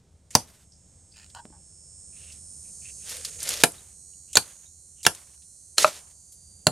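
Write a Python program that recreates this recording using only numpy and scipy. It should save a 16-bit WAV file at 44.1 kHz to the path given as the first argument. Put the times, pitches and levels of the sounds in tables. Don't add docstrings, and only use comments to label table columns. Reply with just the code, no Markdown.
import sys
import numpy as np
from scipy import signal
from scipy.fft import rfft, irfft
from scipy.io import wavfile
from scipy.ndimage import uniform_filter1d

SR = 44100
rng = np.random.default_rng(int(sys.argv[2]) if len(sys.argv) > 2 else 0)


def unload_audio(sound):
    columns = np.transpose(np.atleast_2d(sound))
    steps = np.round(np.clip(columns, -1, 1) * 32767)
    wavfile.write(sys.argv[1], SR, steps.astype(np.int16))


N = 295911

# start_s, crack_db, low_steel_hz, low_steel_db, high_steel_hz, high_steel_db,
# steel_t60_s (time to fall 60 dB), grit (0-1), clack_db, clack_hz, knock_db, knock_hz,
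# log_body_db, log_thud_db, high_log_modes_db
BLOWS = [(0.3516, -8.5, 4735, -3.5, 6050, -0.5, 0.0087, 0.71, -2.5, 950, -18.5, 501.5, -1.5, 6, -18.5),
         (3.6361, -2.5, 3840, -8.5, 6900, -14, 0.011, 0.98, -7.5, 1550, -7, 693, -1.5, 2.5, 0.5),
         (4.3546, -17, 3800, -12.5, 7040, -6.5, 0.033, 0.57, -27.5, 1394, -28.5, 600, -21.5, -19, -19.5),
         (4.3698, -5.5, 4424, 1.5, 5430, -1, 0.0098, 0.77, -2, 1470, -24, 479, -4.5, -3.5, -0.5),
         (5.0507, -27, 3720, -27, 7020, -27.5, 0.06, 0.76, -20, 2340, -43, 700, -28.5, -29.5, -23),
         (5.0647, -5, 4330, -5, 5720, -0.5, 0.012, 0.65, -4, 1600, -15.5, 730, -0.5, -1.5, 0.5),
         (5.7814, -11.5, 4160, -5.5, 6880, -9.5, 0.023, .55, -39, 1560, -30.5, 602, -22, -26.5, -13),
         (5.8451, -30, 2530, -11.5, 3900, -16, 0.012, 0.57, 3.5, 1272, -4.5, 620, 6.5, -23.5, -7),
         (5.877, -40.5, 2446, -33, 4150, -35, 0.018, 0.85, -19, 1356, -24, 604, -13, -36.5, -23.5),
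         (6.6685, -12.5, 4524, -1.5, 7450, -7, 0.012, 0.62, -10, 1476, -9.5, 630, 2.5, 7, -10)]
# pitch_hz, level_db, t60_s
LOG_MODES = [(107, -34, 0.05), (144, -24.5, 0.06), (239.4, -30.5, 0.087), (323, -26.5, 0.045),
             (470.4, -28, 0.04), (570, -22.5, 0.038), (690, -20, 0.035), (820, -17.5, 0.035),
             (916, -27, 0.019), (1394, -12.5, 0.041), (1720, -19, 0.032), (1806, -15, 0.005),
             (2796, -15.5, 0.033)]
# pitch_hz, level_db (per Hz)
CRACK_COLOUR = [(100, -13.5), (500, 0.5), (1500, -6), (2300, -2.5), (4000, -4.5), (7000, -3), (10500, -4.5),
                (13000, -17), (16000, -21)]
# pitch_hz, level_db (per Hz)
BED_COLOUR = [(60, -8), (150, 1.5), (220, -5), (350, -4), (700, -4), (1100, -12), (2500, -30),
              (8000, -60.5)]
# start_s, length_s, level_db, first_slips_per_s, last_slips_per_s,
# brightness_db (per octave)
CREAKS = [(1.169, 0.1, -42, 118, 48, 14), (1.349, 0.0072, -33.5, 120, 120, 4.5),
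          (1.361, 0.044, -41.5, 270, 350, 1), (1.526, 0.047, -55, 130, 150, -10)]
# pitch_hz, level_db, t60_s
CUT_MODES = [(828, 7, 0.089), (920, 10.5, 0.081), (1106, 8.5, 0.031), (1475, 9, 0.046), (1680, -3, 0.053),
             (2680, -9, 0.033), (3050, 7, 0.015), (4210, 4, 0.013), (4750, 1, 0.015), (5300, -1, 0.012),
             (6900, -1, 0.016)]
# start_s, level_db, centre_hz, t60_s, sharpness_q (no unit)
SNAPS = [(0.306, -43, 7250, 0.12, 2), (0.308, -51, 2420, 0.078, 1.2), (0.721, -58, 5230, 0.2, 5),
         (1.3, -49, 4800, 0.037, 1.1), (1.350, -39.5, 7700, 0.02, 3.9), (1.454, -45, 196, 0.0684, 0.87),
         (1.503, -48, 220, 0.057, 1.04), (2.321, -43.5, 5960, 0.079, 1.1),
         (3.0927, -32.5, 7500, 0.14, 0.58), (3.1675, -32.5, 6500, 0.031, 0.43),
         (3.2486, -25, 5360, 0.056, 0.66), (3.404, -31, 6130, 0.035, 1.4), (3.4296, -25, 8400, 0.035, 1.4),
         (3.438, -25, 7500, 0.013, 0.77), (3.4901, -15, 8500, 0.02, 1.2), (3.51, -16, 5460, 0.0036, 0.56),
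         (3.573, -30.5, 5000, .025, .8), (3.72, -30, 8350, 0.0072, 3.2), (3.756, -47, 3870, 0.018, 2.6),
         (3.782, -50, 3850, 0.066, 12), (4.135, -59.5, 2840, 0.025, 10), (4.3305, -34, 7150, 0.066, 1.7),
         (4.332, -45, 3100, 0.062, 3), (4.660, -56, 3780, 0.1, 21), (5.031, -35.5, 6970, 0.16, 1.05),
         (5.1498, -32.5, 6950, 0.019, 0.93), (5.174, -47, 3400, 0.0099, 1.3),
         (5.421, -58, 4020, 0.08, 0.97), (5.7907, -14, 6000, .004, .8), (6.322, -45.5, 8920, 0.11, 1.06)]
# pitch_hz, level_db
SMALL_SOUND_ROLLOFF = [(10500, 0.5), (13000, -4.5), (15000, -20), (16500, -32)]
# start_s, length_s, level_db
STEPS = [(3.02, 0.28, -39), (3.196, 0.18, -46.5), (3.337, 0.24, -38.5), (3.416, 0.23, -29.5)]
STEP_ATTACK_S, STEP_RELEASE_S, SETTLE_DB_PER_S = .09, 0.024, 72.5
# start_s, length_s, level_db
RUBS = [(0.315, 0.12, -46), (1.102, 0.29, -68), (2.104, 0.33, -59), (2.982, 0.22, -54),
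        (4.342, 0.024, -46.5), (5.041, 0.03, -49.5), (5.768, 0.089, -24.5), (5.813, 0.1, -35),
        (5.817, 0.21, -45)]
# pitch_hz, level_db (per Hz)
DRY_COLOUR = [(100, -15), (300, -9.5), (520, -3.5), (900, -11.5), (1800, -3), (3500, -1), (6500, 1),
              (10000, -4), (12500, -9), (15000, -40)]
# start_s, length_s, level_db, centre_hz
SCUFFS = [(3.081, 0.17, -59, 500), (3.198, 0.24, -63.5, 480), (3.432, 0.21, -51.5, 510)]
# start_s, length_s, level_db, first_hz, last_hz
CHAFES = [(1.09, 0.17, -63.5, 4880, 4600), (1.119, 0.15, -63, 2520, 2620), (1.139, 0.12, -64, 1720, 1835),
          (2.112, 0.097, -68, 2580, 2510), (2.159, 0.22, -60, 2926, 2568), (2.621, 0.1, -71.5, 2490, 2500),
          (2.805, 0.13, -56, 2500, 2660), (2.931, 0.33, -63.5, 2574, 2934), (4.271, 0.061, -66, 2760, 2820),
          (4.951, 0.11, -70.5, 2945, 2820)]
# pitch_hz, t60_s
BRUSH_DECAY = [(100, 0.16), (700, 0.12), (2000, 0.078), (6000, 0.17), (11000, 0.18), (15000, 0.039)]
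# pitch_hz, side_db
ECHO_WIDTH = [(150, -15), (700, -12.5), (2000, -4), (12000, -2)]
# pitch_hz, t60_s
TREE_DECAY = [(100, 0.28), (700, 0.78), (2500, 0.13), (6000, 0.19), (11000, 0.25), (15000, 0.08)]
# time_s, odd_db, even_db
SONG = [(0, -88, -101.6), (0.8, -71, -100), (1.8, -62, -79), (2.9, -57.5, -63), (3.5, -58.5, -72),
        (4.1, -73.5, -63), (4.7, -79, -68.5), (5.6, -71, -66.5), (6.7, -80.5, -71.5)]
# time_s, pitch_hz, throbs_per_s
DRIFT = [(1, 258.2, 98), (2.7, 257.7, 97), (4.1, 258.06, 91.5), (5, 258.4, 88), (5.5, 258.85, 84.5),
         (6.7, 260.3, 75)]
HARMONICS = range(16, 49)
# odd_db, even_db
SIDEBANDS = [(-17.5, -19.5), (-11, -12), (-6, -7.5), (1, 1.5), (-5, -1), (-9, -9), (-18, -15)]
# pitch_hz, level_db
ODD_COLOUR = [(4380, -28.5), (4900, -21.5), (5410, -8.5), (5930, -26.5), (6450, -6.5), (6960, -7.5),
              (7470, -8.5), (7950, -5), (9020, 0), (9540, -15.5), (10050, -33.5), (12400, -40)]
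# pitch_hz, level_db
EVEN_COLOUR = [(4120, -14.5), (4640, -16), (5150, -27.5), (5670, -9), (6700, 0), (7730, -5), (9280, 0.5),
               (9800, -12.5), (10300, -20), (11800, -21.5), (12400, -26.5)]
# middle_s, half_length_s, pitch_hz, level_db
SWELLS = [(0.11, 1, 13000, 14.5), (0.66, 1, 9030, -14.5), (1.7, 0.71, 3400, -15.5), (2.9, 0.47, 4650, 8),
          (3.1, 0.45, 6800, -13.5), (5.65, 0.18, 2100, 4.5), (7.3, .25, 2800, -14.5), (6.55, .45, 4650, 14),
          (3.5, 1, 6000, -12.5), (5.6, 0.6, 6800, -10.5), (2.9, 0.72, 6300, 6.5), (5.4, 0.76, 4300, 4.5),
          (1.6, 0.44, 6700, 4.5), (2.5, .6, 9020, 3)]
SWELL_WIDTH_HZ, FLUTTERS_PER_S = 150, 6
PURE_BELOW_HZ, PURER_DB_PER_KHZ = 7500, 0.67
# pitch_hz, level_db (per Hz)
RASP_COLOUR = [(3000, -41), (4300, -20), (5900, -18), (6600, -2), (7600, -9), (9100, -5), (9650, -5.5),
               (10200, -18), (12000, -21), (13500, -43)]
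# time_s, level_db
RASP_LEVEL = [(0, -79), (.7, -66.5), (1.6, -69), (2.6, -49.5), (3.4, -40.5), (3.9, -63.5), (4.7, -57.5),
              (5.6, -54.5), (6.7, -55)]
# pitch_hz, level_db (per Hz)
AIR_COLOUR = [(20, -18), (45, -8.5), (78, 4.5), (110, -7.5), (160, -6.5), (250, -19), (600, -23.5),
              (1100, -34.5), (2500, -38), (6000, -35), (12000, -48), (15000, -64.5)]
# time_s, level_db
AIR_LEVEL = [(0.0, -58), (0.24, -59), (1.96, -60), (3.6, -55.5), (3.92, -62.5), (4.57, -64.5), (6.29, -64),
             (6.7, -59.5)]
EDGE_HZ = 16200


def amp(db):
    return 10 ** (np.asarray(db) / 20)


def unit(x):
    return x / np.sqrt(np.mean(x ** 2) + 1e-20)


def read(points, hz):
    f, value = np.transpose(points)
    return np.interp(np.log(hz + 1), np.log(f + 1), value)


def curve(rows):
    s, *columns = np.transpose(rows)
    return [np.interp(np.arange(N) / SR, s, column) for column in columns]


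def add(mix, s, sound):
    part = mix[max(round(s * SR), 0):][:len(sound)]
    part += sound[:len(part)]


def shape(x, spectrum):
    size = x.shape[-1]
    gain = amp(read(spectrum, np.fft.rfftfreq(size, 1 / SR)))
    return irfft(rfft(x) * gain, size)


def colour(x, spectrum):
    return unit(shape(x, spectrum))


def band(size, hz, q):
    f = np.fft.rfftfreq(size, 1 / SR) + 1
    resonance = 1 + (q * (f / hz - hz / f)) ** 2
    return unit(irfft(rfft(rng.standard_normal(size)) / resonance, size))


def wander(rate):
    knots = rng.standard_normal(4096)
    return np.interp(np.arange(N) / SR * rate, np.arange(len(knots)), knots)


def ring(modes, t):
    return sum(amp(db - 60 * t / t60) * np.sin(2 * np.pi * hz * t) for hz, db, t60 in modes)


def chops(crack_t60=0.028, clack_t60=.015, knock_t60=0.039, knock_rise=.0016, steel_q=8,
          rise=0.00032, hold=0.00081, spot_db=3.7, bed_db=-27, bed_wait=.008, bed_t60=0.092, lowest_hz=96):
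    spot_detune = .03
    out, t = np.zeros(N), np.arange(SR // 3) / SR
    late = np.maximum(t - hold, 0)
    for (s, crack_db, low_hz, low_db, high_hz, high_db, steel_t60, grit, clack_db, clack_hz,
         knock_db, knock_hz, body_db, thud_db, split_db) in BLOWS:
        crack = colour(rng.standard_normal(len(t)), CRACK_COLOUR) * amp(crack_db - 60 * late / crack_t60)
        steel = np.zeros(len(t))
        for hz, db in ((low_hz, low_db), (high_hz, high_db)):
            clean = (1 - grit) * np.sin(2 * np.pi * hz * t)
            rough = grit * band(len(t), hz, steel_q)
            steel += amp(db - 60 * late / steel_t60) * (clean + rough)
        clack = ring([(clack_hz, clack_db, clack_t60)], t)
        build = 1 - np.exp(-t / knock_rise)
        knock = ring([(knock_hz, knock_db, knock_t60)], t) * build
        force = [(170, thud_db), (550, body_db), (1000, body_db), (1500, split_db)]
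        modes = []
        for hz, db, decay in LOG_MODES:
            spot_hz = hz * (1 + spot_detune * rng.standard_normal())
            modes.append((spot_hz, db + read(force, hz) + spot_db * rng.standard_normal(), decay))
        log = ring(modes, t)
        add(out, s, (crack + steel + clack - knock - log) * (1 - np.exp(-t / rise)))
        shudder = colour(rng.standard_normal(len(t)), BED_COLOUR) * build
        add(out, s + bed_wait, shudder * amp(bed_db + (body_db + thud_db) / 2 - 60 * t / bed_t60))
    return signal.sosfilt(signal.butter(4, lowest_hz, "high", fs=SR, output="sos"), out)


def creaks(jitter=0.25, detune=0.035, uneven_db=1.8, fade_db=-5, lowest_hz=700):
    out, t = np.zeros(N), np.arange(SR // 16) / SR
    for s, length, db, first_rate, last_rate, bright_db in CREAKS:
        at = 0
        for gap, chance, *spots in rng.standard_normal((30, 2 + len(CUT_MODES))):
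            if at >= length:
                break
            modes = []
            for (hz, mode_db, t60), spot in zip(CUT_MODES, spots):
                octaves = np.log2(hz / CUT_MODES[0][0])
                modes.append((hz * (1 + detune * spot), mode_db + bright_db * octaves, t60))
            body = ring(modes, t)
            level = amp(db + fade_db * at / length + uneven_db * chance)
            add(out, s + at, level * body / abs(body).max() * 2)
            slips_per_s = np.interp(at, [0, length], [first_rate, last_rate])
            at += np.clip(1 + jitter * gap, .2, 2) / slips_per_s
    return signal.sosfilt(signal.butter(4, lowest_hz, "high", fs=SR, output="sos"), out)


def chips(count=48, chip_db=-47, tick_t60=0.1, late_db=-16):
    first_s, spread_s = .05, .24
    out, t = np.zeros(N), np.arange(3072) / SR
    for s in [blow[0] for blow in BLOWS if blow[8] > -10]:
        for wait, size, pitch in rng.random((count, 3)):
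            level = amp(chip_db - 10 * size + late_db * wait - 60 * t / tick_t60)
            tick = band(len(t), 1500 * 5 ** pitch, 0.081) * level
            add(out, s + first_s + spread_s * wait, tick)
    return out


def snaps():
    out, t = np.zeros(N), np.arange(SR // 6) / SR
    for s, db, hz, t60, q in SNAPS:
        add(out, s, band(len(t), hz, q) * amp(db - 60 * t / t60))
    return out


def rustle(grains_per_s=1700, spread_db=2.0, smooth=0.361, clump_db=3.5, swell_db=1.5, rub_smooth=0.87):
    sizes = amp(spread_db * np.minimum(rng.exponential(1, N), 4)) * rng.choice([-1, 1], N)
    grains = unit(sizes * (rng.random(N) < grains_per_s / SR))
    hiss = rng.standard_normal(N)
    weight, sliding = np.zeros(N), np.zeros(N)
    for s, length, db in STEPS:
        t = np.arange(int(length * SR)) / SR
        press = np.minimum(t / STEP_ATTACK_S, 1) ** 2.5 * np.minimum((length - t) / STEP_RELEASE_S, 1)
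        add(weight, s, press * amp(db - SETTLE_DB_PER_S * np.maximum(t - STEP_ATTACK_S, 0)))
    for s, length, db in RUBS:
        add(sliding, s, amp(db) * signal.windows.tukey(int(length * SR), .7))
    clumps = amp(clump_db * np.tanh(wander(160)) + swell_db * wander(35))
    crunch = weight * clumps * colour(grains + smooth * hiss, DRY_COLOUR)
    return crunch + sliding * colour(grains + rub_smooth * hiss, DRY_COLOUR)


def scuffs(q=3.0, catch_db=3):
    out = np.zeros(N)
    for s, length, db, hz in SCUFFS:
        size = int(length * SR)
        add(out, s, amp(db) * band(size, hz, q) * signal.windows.tukey(size, .5))
    return out * amp(catch_db * wander(90))


def chafes(q=7, catch_db=4, brush_db=-5):
    brush_q = 1.6
    out = np.zeros(N)
    for s, length, db, first_hz, last_hz in CHAFES:
        size = int(length * SR)
        glide = np.exp(2j * np.pi * np.cumsum(np.linspace(0, last_hz - first_hz, size)) / SR)
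        squeak = (signal.hilbert(band(size, first_hz, q)) * glide).real
        brushing = amp(brush_db) * band(size, first_hz, brush_q)
        add(out, s, amp(db) * (squeak + brushing) * signal.windows.tukey(size, .7))
    return out * amp(catch_db * wander(160))


def ports(x, right_db, apart, case_db=-14):
    case_lag_s = .0008
    f = np.fft.rfftfreq(N, 1 / SR)
    turn = np.exp(1j * np.pi * apart * f / SR)
    case = amp(case_db) * (f / 8000) ** 0.99 * np.exp(-2j * np.pi * f * case_lag_s)
    left, right = turn * amp(-right_db / 2) + case, amp(right_db / 2) / turn - case
    return irfft(rfft(x) * np.array([left, right]), N)


def scatter(x, decay, delay, tone):
    taps = rng.choice([-1., 1.], (2, SR)) * (rng.random((2, SR)) < 4000 / SR)
    hz, t, z = signal.stft(taps, SR, nperseg=256)
    fade = amp(read(tone, hz)[:, None] - 60 * t / read(decay, hz)[:, None])
    mid, side = signal.istft(z * fade, SR, nperseg=256)[1]
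    side = shape(side, ECHO_WIDTH)
    tail = (mid + np.array([side, -side])) / np.linalg.norm(mid)
    tail = np.pad(tail, ((0, 0), (int(delay * SR), 0)))
    return signal.fftconvolve(x[None], tail, axes=1)[:, :N]


def forest(x, side_db=-6):
    hz, t, z = signal.stft(x, SR, nperseg=256)
    early = t[:400]
    fade = amp(-60 * early / read(TREE_DECAY, hz)[:, None]) ** 2 * (1 - np.exp(-early / .02))
    power = uniform_filter1d(abs(z) ** 2, size=5, axis=0)
    power = signal.fftconvolve(power, fade / fade.sum(1, keepdims=True), axes=1)
    hush = np.sqrt(abs(power[:, :len(t)])) * np.exp(2j * np.pi * rng.random((2, *z.shape)))
    mid, side = signal.istft(hush, SR, nperseg=256)[1][:, :N]
    return mid + amp(side_db) * np.array([side, -side])


def cicadas(lines_db=3.0, rasp_db=-4, waver_hz=0.035, flutter_db=2.5, pulsing=0.19):
    hop = 147
    t = np.arange(0, N, hop) / SR
    odd, even = (db[::hop] for db in curve(SONG))
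    pitch_hz, throb_hz = curve(DRIFT)
    cycle = np.cumsum(pitch_hz + waver_hz * wander(27)) / SR
    throb = np.cumsum(throb_hz) / SR
    side = np.arange(len(SIDEBANDS)) - len(SIDEBANDS) // 2
    flanks = np.exp(2j * np.pi * side[:, None] * throb).astype(np.complex64)
    turn, carrier = np.exp(2j * np.pi * cycle), np.exp(2j * np.pi * HARMONICS[0] * cycle)
    odd_flank_db, even_flank_db = np.transpose(SIDEBANDS)
    buzz = np.zeros(N)
    for k in HARMONICS:
        hz = k * pitch_hz[0]
        if k % 2:
            song_db, tone, flank_db = odd, ODD_COLOUR, odd_flank_db
        else:
            song_db, tone, flank_db = even, EVEN_COLOUR, even_flank_db
        swell_db = sum(db * np.exp(-((t - s) / half) ** 2 - ((hz - at_hz) / SWELL_WIDTH_HZ) ** 2)
                       for s, half, at_hz, db in SWELLS)
        flutter = flutter_db * wander(FLUTTERS_PER_S)[::hop]
        level = np.repeat(amp(song_db + swell_db + flutter), hop)[:N]
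        below_khz = max(PURE_BELOW_HZ - hz, 0) / 1000
        db = read(tone, hz) + flank_db - abs(side) * PURER_DB_PER_KHZ * below_khz
        starts = np.exp(2j * np.pi * rng.random(len(side)))
        cluster = (amp(db) * starts).astype(np.complex64) @ flanks
        buzz += level * (cluster * carrier).imag
        carrier = carrier * turn
    rasp = colour(rng.standard_normal(N), RASP_COLOUR) * (1 + pulsing * (turn * turn).imag)
    return amp(lines_db) * np.sqrt(2) * buzz + amp(rasp_db + curve(RASP_LEVEL)[0]) * rasp


def air(level_db=2.0, side_db=-24):
    mid, side = colour(rng.standard_normal((2, N)), AIR_COLOUR)
    stereo = mid + amp(side_db) * np.array([side, -side])
    return stereo * amp(level_db + curve(AIR_LEVEL)[0] + wander(4.4))


def scene():
    loose_bits = shape(chips() + snaps(), SMALL_SOUND_ROLLOFF)
    work = chops() + loose_bits + rustle() + scuffs() + chafes() + creaks()
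    brush_tone = [(150, 2.5), (1000, -2.0), (6000, -10.0), (11000, -0.5), (15000, -3)]  # pitch_hz, level_db
    near = scatter(work, BRUSH_DECAY, delay=.005, tone=brush_tone)
    direct = ports(work, right_db=1.0, apart=0, case_db=-12.5)
    insects = ports(cicadas(), right_db=5, apart=.4, case_db=-11)
    return direct + amp(-14.5) * near + amp(-31.0) * forest(work) + insects + air()


def record(dry):
    clipped = np.clip(dry, -1, 1)
    low_pass = signal.firwin(255, EDGE_HZ, window=("kaiser", 8), fs=SR)
    return signal.oaconvolve(clipped, low_pass[None], "same")


dry = scene()
out = record(dry)
unload_audio(out)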